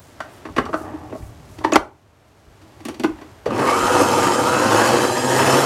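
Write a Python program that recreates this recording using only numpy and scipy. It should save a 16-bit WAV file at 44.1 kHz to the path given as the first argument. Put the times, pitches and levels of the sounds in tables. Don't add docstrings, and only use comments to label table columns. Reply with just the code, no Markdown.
import sys
import numpy as np
from scipy import signal
from scipy.fft import rfft, irfft, next_fast_len
from scipy.io import wavfile
from scipy.ndimage import uniform_filter1d, minimum_filter1d, map_coordinates

SR = 44100
rng = np.random.default_rng(int(sys.argv[2]) if len(sys.argv) > 2 else 0)


def store_pcm(level_fs):
    pcm = np.round(np.clip(level_fs, -1, 1) * 32767).astype(np.int16)
    wavfile.write(sys.argv[1], SR, np.atleast_2d(pcm).T)


N = 249165
TOP_HZ = 15950


def amp(db):
    return 10 ** (np.asarray(db) / 20)


def unit(x):
    return x / np.sqrt(np.mean(x ** 2) + 1e-20)


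def steady(x, span_s):
    power = np.abs(uniform_filter1d(x ** 2, size=int(span_s * SR) + 1))
    return x / np.sqrt(power + 1e-12)


def along(points, hz):
    f, v = np.transpose(points)
    return np.interp(np.log(hz + 1), np.log(f + 1), v)


def curve(rows):
    s, v = np.transpose(rows)
    return np.interp(np.arange(N) / SR, s, v)


def during(start_s, end_s, fade_s):
    t = np.arange(N) / SR
    return np.clip(1 + np.minimum(t - start_s, end_s - t) / fade_s, 0, 1)


def settling(start_s, lag_s):
    return 1 - np.exp(-np.maximum(np.arange(N) / SR - start_s, 0) / lag_s)


def wobble(knots_per_s):
    knots = rng.standard_normal(int(N * knots_per_s / SR) + 4)
    return map_coordinates(knots, [np.arange(N) * knots_per_s / SR])


def coloured(x, gain):
    m = 2 * next_fast_len(len(x) // 2 + 4096)
    log_gain = np.log(np.maximum(gain(np.fft.rfftfreq(m, 1 / SR)), 1e-6))
    cepstrum = irfft(log_gain)
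    cepstrum[1:m // 2] *= 2
    cepstrum[m // 2 + 1:] = 0
    return irfft(rfft(x, m) * np.exp(rfft(cepstrum)), m)[:len(x)]


def band(hz, lo_hz, hi_hz, order=4):
    low_side = 1 + (lo_hz / (hz + 1)) ** (2 * order)
    high_side = 1 + (hz / hi_hz) ** (2 * order)
    return (low_side * high_side) ** -.5


def resonances(hz, modes):
    return sum(amp(db) ** 2 / (1 + (2 * (hz - c) / w) ** 2) for c, w, db in modes)


def grains(rate_per_s, spread_db):
    hits = rng.random(N) < rate_per_s / SR
    return unit(hits * rng.standard_normal(N) * amp(spread_db * rng.standard_normal(N)))


def churned(x, depth_db):
    z = signal.stft(x, nperseg=512)[2]
    field = uniform_filter1d(rng.standard_normal(z.shape), size=5, axis=0)
    field = uniform_filter1d(field, size=9, axis=1)
    return signal.istft(z * amp(depth_db * unit(field)), nperseg=512)[1][:N]


def add(track, s, sound):
    part = track[max(round(s * SR), 0):][:len(sound)]
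    part += sound[:len(part)]


# f/Hz, t60/s
WALL_DECAY = [(100, 0.22), (400, 0.3), (1200, 0.28), (4000, 0.2), (12000, 0.24)]


def room(x, wet_db):
    hz, t, z = signal.stft(rng.standard_normal(SR // 2), SR, nperseg=256)
    decay = amp(-60 * t / along(WALL_DECAY, hz)[:, None])
    tail = signal.istft(z * decay, SR, nperseg=256)[1]
    tail = np.pad(tail / np.linalg.norm(tail), (SR // 200, 0))
    return x + amp(wet_db) * signal.fftconvolve(x, tail)[:len(x)]


EVEN_S = .09
START_S, CRUISE_TURNS_PER_S = 3.458, 103.2
# t/s, speed/(turns/s)
SHAFT_SPEED = [(3.458, 0), (3.51, 44), (3.58, 71), (3.65, 89), (3.72, 98.2), (3.79, 103.7), (3.86, 106.5),
               (3.93, 108.1), (4.07, 106), (4.22, 103.1), (4.33, 103), (4.42, 103.7), (4.9, 127.4),
               (5.14, 135.8), (5.33, 141.8), (5.5, 148), (5.65, 154.4)]


def shaft_speed():
    return uniform_filter1d(curve(SHAFT_SPEED), size=2205)


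def loudness(speed, load, cruise_db, standstill_db, doubled_db, load_share):
    excess = speed / CRUISE_TURNS_PER_S - 1
    load_db = curve(load) - np.mean(load, axis=0)[1]
    speed_db = doubled_db * np.maximum(excess, 0) - standstill_db * np.minimum(excess, 0)
    return amp(cruise_db + speed_db + load_share * load_db) * settling(START_S, 0.0026)


# f/Hz, relative level/dB
RUNNING_SPECTRUM = [(24, -57), (40, -25.5), (106, -14), (163, -7.5), (344, -1.5), (442, 6), (489, 3.5),
                    (712, -0.5), (1230, -9.5), (2310, -19), (2550, -19), (3810, -21.5), (7300, -24.5),
                    (10100, -28.5), (15900, -47)]
# f/Hz, width/Hz, level/dB
BODY_MODES = [(104, 34, 11), (131.4, 17, 11), (165, 30, -9), (249, 73, 6.5), (314.5, 28, 7.5),
              (353, 15, 10.5), (440.2, 39, -15), (503.5, 45, 4.5), (722.5, 29, -12.5), (921, 41, 6.5),
              (1225, 100, 6.5), (1637, 47, 5.5), (2200, 20, 2.5), (2295, 440, -3.5), (2597, 70, 6),
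              (3074, 68, 7.5), (3680, 320, -4.5), (5310, 74, 8), (9900, 240, 3), (11540, 210, 4),
              (13020, 670, 8)]


def machine(hz, ring_share=1.0):
    ring_db = sum(db / (1 + (2 * (hz - c) / w) ** 4) for c, w, db in BODY_MODES)
    return amp(along(RUNNING_SPECTRUM, hz) + ring_share * ring_db)


def through_machine(x, lo_hz, hi_hz, ring_share):
    gain = lambda hz: machine(hz, ring_share) * band(hz, lo_hz, hi_hz, order=6)
    return steady(coloured(x, gain), EVEN_S)


# t/s, level/dB
DRIVE_LOAD = [(3.7, -12), (3.78, -17), (3.89, -14.5), (4.0, -11), (4.11, -14.5), (4.27, -12.5),
              (4.35, -16.5), (4.5, -16), (4.68, -14.5), (4.75, -10), (4.85, -10.5), (4.98, -13),
              (5.05, -14.5), (5.1, -18.5), (5.24, -18.5), (5.38, -11), (5.48, -10.5), (5.55, -9),
              (5.65, -13.5)]
# t/s, level/dB
ROAR_LEVEL = [(3.5, -21), (3.59, -18), (3.7, -18.5), (3.78, -22), (3.87, -20.5), (4.02, -12), (4.08, -19),
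              (4.27, -16.5), (4.36, -18.5), (4.5, -18.5), (4.59, -17.5), (4.67, -15.5), (4.75, -13),
              (4.87, -16.5), (4.94, -10), (5.02, -12.5), (5.09, -19), (5.23, -20), (5.36, -14.5),
              (5.47, -15), (5.56, -10), (5.65, -15.5)]
# order/multiple of rotation, relative level/dB
BELT_ORDERS = [(1, 5), (2, 6), (3, 6), (4, -0.5), (5, 5)]
# t/s, level/dB
MESH_LEVEL_DB = [(3.6, -18), (3.85, -3), (4.05, -7.5), (4.28, -6.5), (4.5, -0.5), (4.8, -6.5), (5.0, -15),
                 (5.17, -5.5), (5.65, -17)]


def mixer(drone_db=-1.0, belt_db=-6.0, clatter_db=-0.5, hiss_db=-3, brush_db=-7, swing=0.057, flutter=0.07):
    speed = np.maximum(shaft_speed(), 1) * (1 + 0.0009 * wobble(40))
    drone = loudness(speed, ROAR_LEVEL, cruise_db=-19.0, standstill_db=-5.5, doubled_db=-3.5, load_share=0.78)
    clatter = loudness(speed, DRIVE_LOAD, cruise_db=-19.0, standstill_db=-23.5, doubled_db=-2.5, load_share=0.93)
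    hiss = loudness(speed, DRIVE_LOAD, cruise_db=-26.0, standstill_db=-38, doubled_db=2.5, load_share=0.77)
    motor = loudness(speed, DRIVE_LOAD, cruise_db=-32, standstill_db=-24, doubled_db=9, load_share=0.3)
    turns = np.cumsum(speed) / SR
    belt_turns = .912 * turns
    beating = 1 + flutter * np.sin(2 * np.pi * 0.19 * turns)
    splashes = churned(grains(9000, 2.5) * beating * amp(1.1 * wobble(30)), depth_db=2)
    harder = 1 + swing * np.sin(2 * np.pi * belt_turns)
    teeth = churned(grains(3500, 2.16) * harder * amp(0.9 * wobble(45)), depth_db=2.0)
    brushes = room(commutator(turns), wet_db=-7)
    mesh = steady(room(gear_mesh(turns), wet_db=-18), EVEN_S)
    belt_tones = shaft_tones(belt_turns, BELT_ORDERS, waver_db=2.0) * amp(2.3 * wobble(55))
    belt = through_machine(belt_tones, 50, 1050, 1.0)
    low = amp(drone_db) * through_machine(teeth, 27, 619, 0.83) + amp(belt_db) * belt
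    middle = amp(clatter_db) * through_machine(teeth * beating, 734, 2740, 0.77)
    middle += amp(curve(MESH_LEVEL_DB)) * mesh
    high = amp(hiss_db) * through_machine(splashes, 2120, TOP_HZ, 1.0)
    buzz = amp(brush_db) * through_machine(brushes, 3430, 12600, 0.73)
    layers = drone * low + clatter * middle + hiss * high + motor * buzz
    return layers + whine(speed, turns) + run_up(turns)


def shaft_tones(turns, orders, waver_db):
    tone = lambda k: np.sin(2 * np.pi * (round(k) * turns + rng.random()))
    return sum(amp(db + waver_db * wobble(9.7)) * tone(k) for k, db in orders)


def commutator(turns, count=150, size=8192):
    order = np.arange(count)
    depth = np.sqrt(np.sin(np.pi * order / count))
    surface = irfft(depth * np.exp(2j * np.pi * rng.random(count)), size)
    return unit(np.interp(turns % 1, np.arange(size) / size, surface))


# order/multiple of shaft rotation, relative level/dB
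MESH_ORDERS = [(9, 13), (11.5, 11.5), (12, 11.5), (13, 11.5), (13.8, 5.5)]


def gear_mesh(turns, slop_rad=0.5, rough_db=3):
    tone = lambda k: np.sin(2 * np.pi * k * turns + slop_rad * wobble(70))
    return sum(amp(db + rough_db * wobble(60)) * tone(k) for k, db in MESH_ORDERS)


# order/multiple of shaft rotation, relative level/dB
WHINE_ORDERS = [(24, 0), (30, -2), (36, 3), (42, -1), (48, 0), (54, 0), (60, 0), (66, -3), (72, -2),
                (84, -2), (96, -4), (108, -1), (114, -6), (120, -8), (144, -7)]
# order/multiple of shaft rotation, relative level/dB
SIDEBAND_ORDERS = [(47, -3), (59, -3), (65, -4), (70, -4), (77, 1), (78, -2), (83, -1), (89, -1), (93, -2),
                   (101, -2), (107, -3), (113, -3), (121, -3), (122, -3)]
# f/Hz, relative level/dB
CASING_GAIN = [(2000, -46), (3000, -42), (3700, -49), (4400, -44), (5000, -46), (5350, -45), (5800, -51),
               (6350, -44), (6750, -37), (7050, -43), (7380, -39), (7900, -48), (8700, -45), (9300, -52),
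               (9900, -44), (10800, -56), (11500, -50), (12000, -61), (12600, -55), (14000, -65),
               (15300, -61), (16000, -66)]


def whine(speed, turns, faster_db=13, sideband_db=-2):
    singing = np.clip((speed - 92) / 12, 0, 1)
    excess = np.clip(speed / CRUISE_TURNS_PER_S - 1, 0, .25)
    main = amp(faster_db * excess) * shaft_tones(turns, WHINE_ORDERS, waver_db=2.5)
    sides = amp(sideband_db - faster_db * excess) * shaft_tones(turns, SIDEBAND_ORDERS, waver_db=2.5)
    tones = room(singing * (main + sides), wet_db=-2)
    return coloured(tones, lambda hz: amp(along(CASING_GAIN, hz) - 1))


# t/s, level/dB
RUN_UP_LEVEL_DB = [(3.56, -36), (3.62, -31), (3.68, -21.5), (3.74, -19.5), (3.78, -28), (3.9, -35)]
RUN_UP_TONES = [(9, -2), (11.5, -9), (12, 0), (13, -6), (19.5, -16), (22.5, -11), (24, -15), (26, -16)]
# f/Hz, width/Hz, relative level/dB
GEARBOX_MODES = [(1120, 130, 0), (1270, 160, -3), (1770, 90, -4), (2210, 83, 4), (2750, 120, 0)]


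def run_up(turns):
    tone = lambda k: np.sin(2 * np.pi * k * turns + .9 * wobble(130))
    tones = sum(amp(db + 4 * wobble(110)) * tone(k) for k, db in RUN_UP_TONES)
    tones = coloured(tones, lambda hz: np.sqrt(resonances(hz, GEARBOX_MODES)))
    gate = during(RUN_UP_LEVEL_DB[0][0], RUN_UP_LEVEL_DB[-1][0], 0.0091)
    return amp(curve(RUN_UP_LEVEL_DB)) * gate * steady(tones, EVEN_S)


# t/s, peak level before room/dB
DRIVE_JOLTS = [(3.459, -11), (3.54, -23)]


def motor_kick(ring_hz=520, t60_s=0.13, rise_s=0.004, spread=1.17):
    out, t = np.zeros(N), np.arange(SR // 4) / SR
    envelope = amp(-60 * t / t60_s) * (1 - np.exp(-t / rise_s)) ** 2
    gain = lambda hz: band(hz, ring_hz / spread, ring_hz * spread, order=8)
    for s, db in DRIVE_JOLTS:
        jolt = steady(coloured(rng.standard_normal(len(t)), gain), 0.019) * envelope
        add(out, s, amp(db) * room(jolt / np.abs(jolt).max(), wet_db=-12))
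    return out


# f/Hz, width/Hz, relative level/dB
HOUSING_MODES = [(261, 56, -2.5), (311, 19, 5.5), (385, 79, -3.5), (626, 33, -1.5), (800, 320, -5),
                 (945, 310, -20.5), (1120, 74, -4.5), (1210, 41, -8), (1360, 40, -17.5), (1520, 37, -11.5),
                 (1820, 250, -13.5), (1940, 46, -12), (2500, 480, -17.5), (2950, 210, -16),
                 (3600, 350, -21.5), (4530, 120, -16.5), (5780, 160, -18.5)]


def housing(hz, between_db=-15, corner_hz=1500):
    base = amp(between_db) ** 2 / (1 + (hz / corner_hz) ** 2)
    return np.sqrt(resonances(hz, HOUSING_MODES) + base)


LEAD_IN_S = .02


def blow(lo_hz, hi_hz, spot_hz, spot_db, chatter_s, rise_s, lead_db=-32, lead_s=0.0058, spot_octaves=0.21):
    t = np.arange(SR // 2) / SR - LEAD_IN_S
    after = np.maximum(t, 0)
    scrape = amp(lead_db) * np.exp(np.minimum(t, 0) / lead_s)
    force = amp(-60 * after / chatter_s) * (1 - np.exp(-after / rise_s) + scrape)
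    spot = lambda hz: amp(spot_db / (1 + (np.log2((hz + 1) / spot_hz) / spot_octaves) ** 2))
    gain = lambda hz: housing(hz) * spot(hz) * band(hz, lo_hz, hi_hz, order=3)
    ring = coloured(rng.standard_normal(len(t)) * force, gain)
    return ring / np.sqrt(np.sum(ring ** 2) / (SR // 50))


# t/s, level/dB,
# thud and click before trims/dB, favoured f/Hz, its boost/dB, ring upper edge f/Hz,
# contact time before band scaling/s
BLOWS = [(0.203, -18.5, -16, -8, 1440, 14, 1660, 0.0015),
         (0.452, -26, -1.5, -12.5, 1100, 6.7, 2000, 0.0043),
         (0.483, -32.5, -3, -25, 1150, 5.1, 1390, 0.0072), (0.563, -18.5, -3, -8.5, 316, 3.8, 3400, 0.0045),
         (0.581, -7.5, -5.5, -16.5, 1310, 4, 2350, 0.0027), (0.652, -38.5, -8, 5.5, 640, 5, 2600, .003),
         (0.66, -23, -10, -23, 1250, 9.1, 1500, 0.0051), (0.689, -29, 4.5, -17, 400, 13, 1500, 0.0028),
         (0.729, -17.5, -3, -19, 1490, 6.6, 1920, 0.0058), (0.74, -13.5, -10, -19.5, 625, 25, 1500, 0.0012),
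         (0.741, -14, -19, -24, 1350, 12, 1680, 0.00097), (0.807, -37, 4, -23, 400, 8, 1400, 0.002),
         (0.934, -30.5, 6.5, -26, 304, 18, 1800, 0.0068), (1.091, -38, 8, -13, 900, 3.4, 3200, 0.019),
         (1.123, -27.5, 3, -28, 400, 2.8, 1790, 0.0052), (1.149, -28, -0.5, -27, 630, 14, 1800, 0.0036),
         (1.222, -42, -7, -11, 2390, 8.9, 3000, 0.0016), (1.585, -37, 5.5, 1, 307, 5.5, 2600, 0.0018),
         (1.606, -30.5, -1.5, -26, 1090, 6.4, 1500, 0.0063),
         (1.639, -23, -5.5, -10, 1100, 3.2, 3500, 0.0048), (1.646, -7, -9, -16.5, 940, 6.5, 2300, 0.00039),
         (1.664, -29, 2, -21, 1250, 8.3, 1516, 0.0051), (1.69, -34, 9, -17.5, 400, 7, 1396, 0.0013),
         (1.7205, -20, -3, 0, 1400, 3, 2960, 0.00075), (1.724, -12.5, 2, -16, 327, 2.9, 1490, 0.00041),
         (1.739, -12, -4, -11.5, 1250, 7, 1707, .008), (1.757, 3.5, -4, -8, 1420, 6.9, 3000, 0.0017),
         (1.763, 4, -10.5, -15.5, 1000, 6.9, 1900, 0.0013), (2.614, -51.5, 11, 6, 324, 8.6, 3530, 0.0051),
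         (2.72, -56, 8, 5, 320, 9.7, 3500, .004), (2.803, -43, 7.5, 0, 320, 6.3, 3000, 0.0014),
         (2.851, -30, 7, 2, 220, 5, 3000, 0.0061), (2.883, -26, 2.5, -3, 400, 3.5, 2980, 0.0059),
         (2.942, -41.5, 5.5, 5.5, 320, 7, 2600, 0.0026), (2.996, -33, 13, 5, 240, 6, 3000, 0.0032),
         (3.035, -20.5, 1, -4, 2170, 3.3, 3500, 0.0018), (3.043, -12, 3.5, -14, 320, 10, 2270, 0.0013),
         (3.18, -38, -4, -14, 1690, 7.5, 3000, 0.0078), (3.211, -33.5, 1.5, -8.5, 400, 4, 3400, 0.0081),
         (3.457, -17.5, -2.5, -10, 526, 14, 1990, 0.0067), (3.504, -21, -2, -10, 1170, 15, 2000, .003),
         (3.578, -24, -2, -5, 620, 5.7, 2000, .002), (3.591, -18, 2.5, -8, 795, 5.8, 2000, 0.0019)]


def knocks(thud_db=-5, ring_db=-8.5, click_db=-10.0, drag=6.0):
    out = np.zeros(N)
    for s, db, thud, click, spot_hz, spot_db, top_hz, rise_s in BLOWS:
        drag_s = drag * rise_s
        hit = amp(ring_db) * blow(547, top_hz, spot_hz, spot_db, 0.023 + drag_s, rise_s)
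        hit += amp(thud_db + thud) * blow(160, 440, spot_hz, spot_db, 0.037 + drag_s, 1.1 * rise_s)
        hit += amp(click_db + click) * blow(2010, 10000, spot_hz, spot_db, 0.049 + drag_s, 0.44 * rise_s)
        add(out, s - LEAD_IN_S, amp(db) * room(hit, wet_db=-8.0))
    return out


LATCH_S, LATCH_PEAK_DB = 1.732, -10.5
# f/Hz, width/Hz, relative level/dB
STEEL_MODES = [(2509, 130, 0), (3946, 130, -11.5), (5940, 150, -7), (6500, 170, -3), (6934, 200, -5.5),
               (7800, 300, -11.5)]


def latch(scrape_s=0.0031):
    t = np.arange(SR // 4) / SR
    force = rng.standard_normal(len(t)) * np.exp(-(t / scrape_s - 1) ** 2)
    ring = room(coloured(force, lambda hz: np.sqrt(resonances(hz, STEEL_MODES))), wet_db=-7.5)
    out = np.zeros(N)
    add(out, LATCH_S, amp(LATCH_PEAK_DB) * ring / np.abs(ring).max())
    return out


# t/s, peak level/dB
KNOB_NOTCHES = [(2.852, -26), (2.886, -23.5), (2.997, -28), (3.037, -26)]


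def detents(t60_s=0.016, ring_hz=11000, ring_width_hz=900, ring_db=6):
    out, t = np.zeros(N), np.arange(SR // 4) / SR
    ring = lambda hz: np.sqrt(4 + resonances(hz, [(ring_hz, ring_width_hz, ring_db)]))
    spring = lambda hz: band(hz, 3800, 10500, order=4) * ring(hz)
    for s, db in KNOB_NOTCHES:
        tick = room(coloured(rng.standard_normal(len(t)) * amp(-60 * t / t60_s), spring), wet_db=-9)
        add(out, s, amp(db) * tick / np.abs(tick).max())
    return out


# t/s, peak level before trim/dB
TABLE_BUMPS = [(0.509, -31), (0.588, -24.5), (1.206, -23.5), (1.262, -39), (1.78, -13), (2.47, -35),
               (3.098, -33), (3.824, -28)]


def bumps(trim_db=-3, low_hz=35, high_hz=95):
    out, t = np.zeros(N), np.arange(SR // 2) / SR
    fade = amp(-60 * t / .2) * (1 - np.exp(-t / .006))
    for s, db in TABLE_BUMPS:
        thump = coloured(rng.standard_normal(len(t)) * fade, lambda hz: band(hz, low_hz, high_hz, order=3))
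        add(out, s - .01, amp(db + trim_db) * thump / np.abs(thump).max())
    return out


SWING_S, SWING_RISE_S, SWING_FADE_DB_PER_S = 0.86, 0.22, 36
GRIP_S = (0.56, 2)
SLIPS_PER_S = 70


def handling(hinge_db=-36, slip_db=-39, sleeve_db=-59, resting_db=-61, rumble_db=-50, grip_db=7):
    rub = coloured(grains(1600, 2.3), lambda hz: housing(hz) * band(hz, 190, 1300, order=2))
    rub = unit(room(rub, wet_db=-0.5))
    slip_count = np.floor(np.cumsum(SLIPS_PER_S * np.exp(.5 * wobble(40))) / SR)
    jerks = np.diff(slip_count, prepend=0) * amp(2 * wobble(60))
    ringing = lambda hz: np.sqrt(resonances(hz, HOUSING_MODES)) * band(hz, 260, 1050, order=2)
    slips = unit(room(coloured(jerks, ringing), wet_db=-9.5))
    cloth = unit(coloured(grains(6000, 0.83), lambda hz: band(hz, 1700, 8250, order=3)))
    rumble = unit(coloured(rng.standard_normal(N), lambda hz: band(hz, 90, 95, order=3)))
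    since = np.arange(N) / SR - SWING_S
    swing = np.clip(1 + since / SWING_RISE_S, 0, 1) * amp(-SWING_FADE_DB_PER_S * np.maximum(since, 0))
    hinge = swing * (amp(hinge_db + 1.4 * wobble(35)) * rub + amp(slip_db) * slips)
    brushing_db = resting_db + (sleeve_db - resting_db) * during(0, GRIP_S[1], 0.05)
    brushing = amp(brushing_db + 0.81 * wobble(5.7))
    shifting = amp(rumble_db + grip_db * during(*GRIP_S, 0.21) + 0.77 * wobble(22.0))
    return hinge + during(0, START_S, 0.22) * (brushing * cloth + shifting * rumble)


# t/s, half-width/s, level/dB, centre f/Hz
SLEEVE_SWEEPS = [(0.05, 0.084, -59.5, 7500), (0.35, 0.057, -58, 8000), (0.795, 0.064, -51.5, 7300),
                 (1.17, 0.04, -55.5, 5900), (1.24, 0.07, -57, 8400), (1.53, 0.052, -58, 7480)]


def swishes(spread=0.76):
    t = np.arange(N) / SR
    out = np.zeros(N)
    for s, width_s, db, centre_hz in SLEEVE_SWEEPS:
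        gain = lambda hz: band(hz, centre_hz / spread, centre_hz * spread, order=3)
        puff = unit(coloured(grains(6000, 2), gain))
        out += amp(db) * np.exp(-((t - s) / width_s) ** 2) * puff
    return out


# f/Hz, relative level/dB per Hz
AIR_SPECTRUM = [(13, -26.5), (22, -28), (66, -19.5), (109, -14.5), (178, -22), (210, -9), (386, -7.5),
                (537, -12.5), (583, -9), (2010, -21), (2960, -25.5), (7760, -37.5), (15900, -48)]
# f/Hz, level/dB
APPLIANCE_TONES = [(97, -59), (269, -65), (576, -68), (1351, -69), (2207, -77), (11795, -71)]


def kitchen(air_db=-49, hum_db=0):
    t = np.arange(N) / SR
    air = unit(coloured(rng.standard_normal(N), lambda hz: amp(along(AIR_SPECTRUM, hz))))
    tone = lambda hz: np.sin(2 * np.pi * hz * t + 0.55 * wobble(15))
    hum = sum(amp(db + 1.2 * wobble(4.0)) * tone(hz) for hz, db in APPLIANCE_TONES)
    return amp(air_db + 2.4 * wobble(3.2)) * air + amp(hum_db) * hum


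def scene():
    mono = mixer() + motor_kick() + knocks() + latch() + detents()
    mono += bumps() + handling() + swishes() + kitchen()
    return np.array([mono, mono])


def record(dry, threshold_db=-7.0, recovery_db_per_s=14, hold_s=0.15, attack_s=0.0029):
    t = np.arange(N) / SR
    power = np.abs(uniform_filter1d(dry[0] ** 2, size=176))
    hold = max(int(hold_s * SR), 1)
    headroom_db = np.minimum(threshold_db - 10 * np.log10(power + 1e-12), 0)
    over_db = -minimum_filter1d(headroom_db, hold, origin=(hold - 1) // 2)
    duck_db = np.maximum.accumulate(over_db + recovery_db_per_s * t) - recovery_db_per_s * t
    lag = np.exp(-1 / (attack_s * SR))
    duck_db = signal.lfilter([1 - lag], [1, -lag], duck_db)
    wet = np.clip(dry * amp(-duck_db), -1, 1)
    return irfft(rfft(wet) * (np.fft.rfftfreq(N, 1 / SR) < TOP_HZ), N)


dry = scene()
out = record(dry)
store_pcm(out)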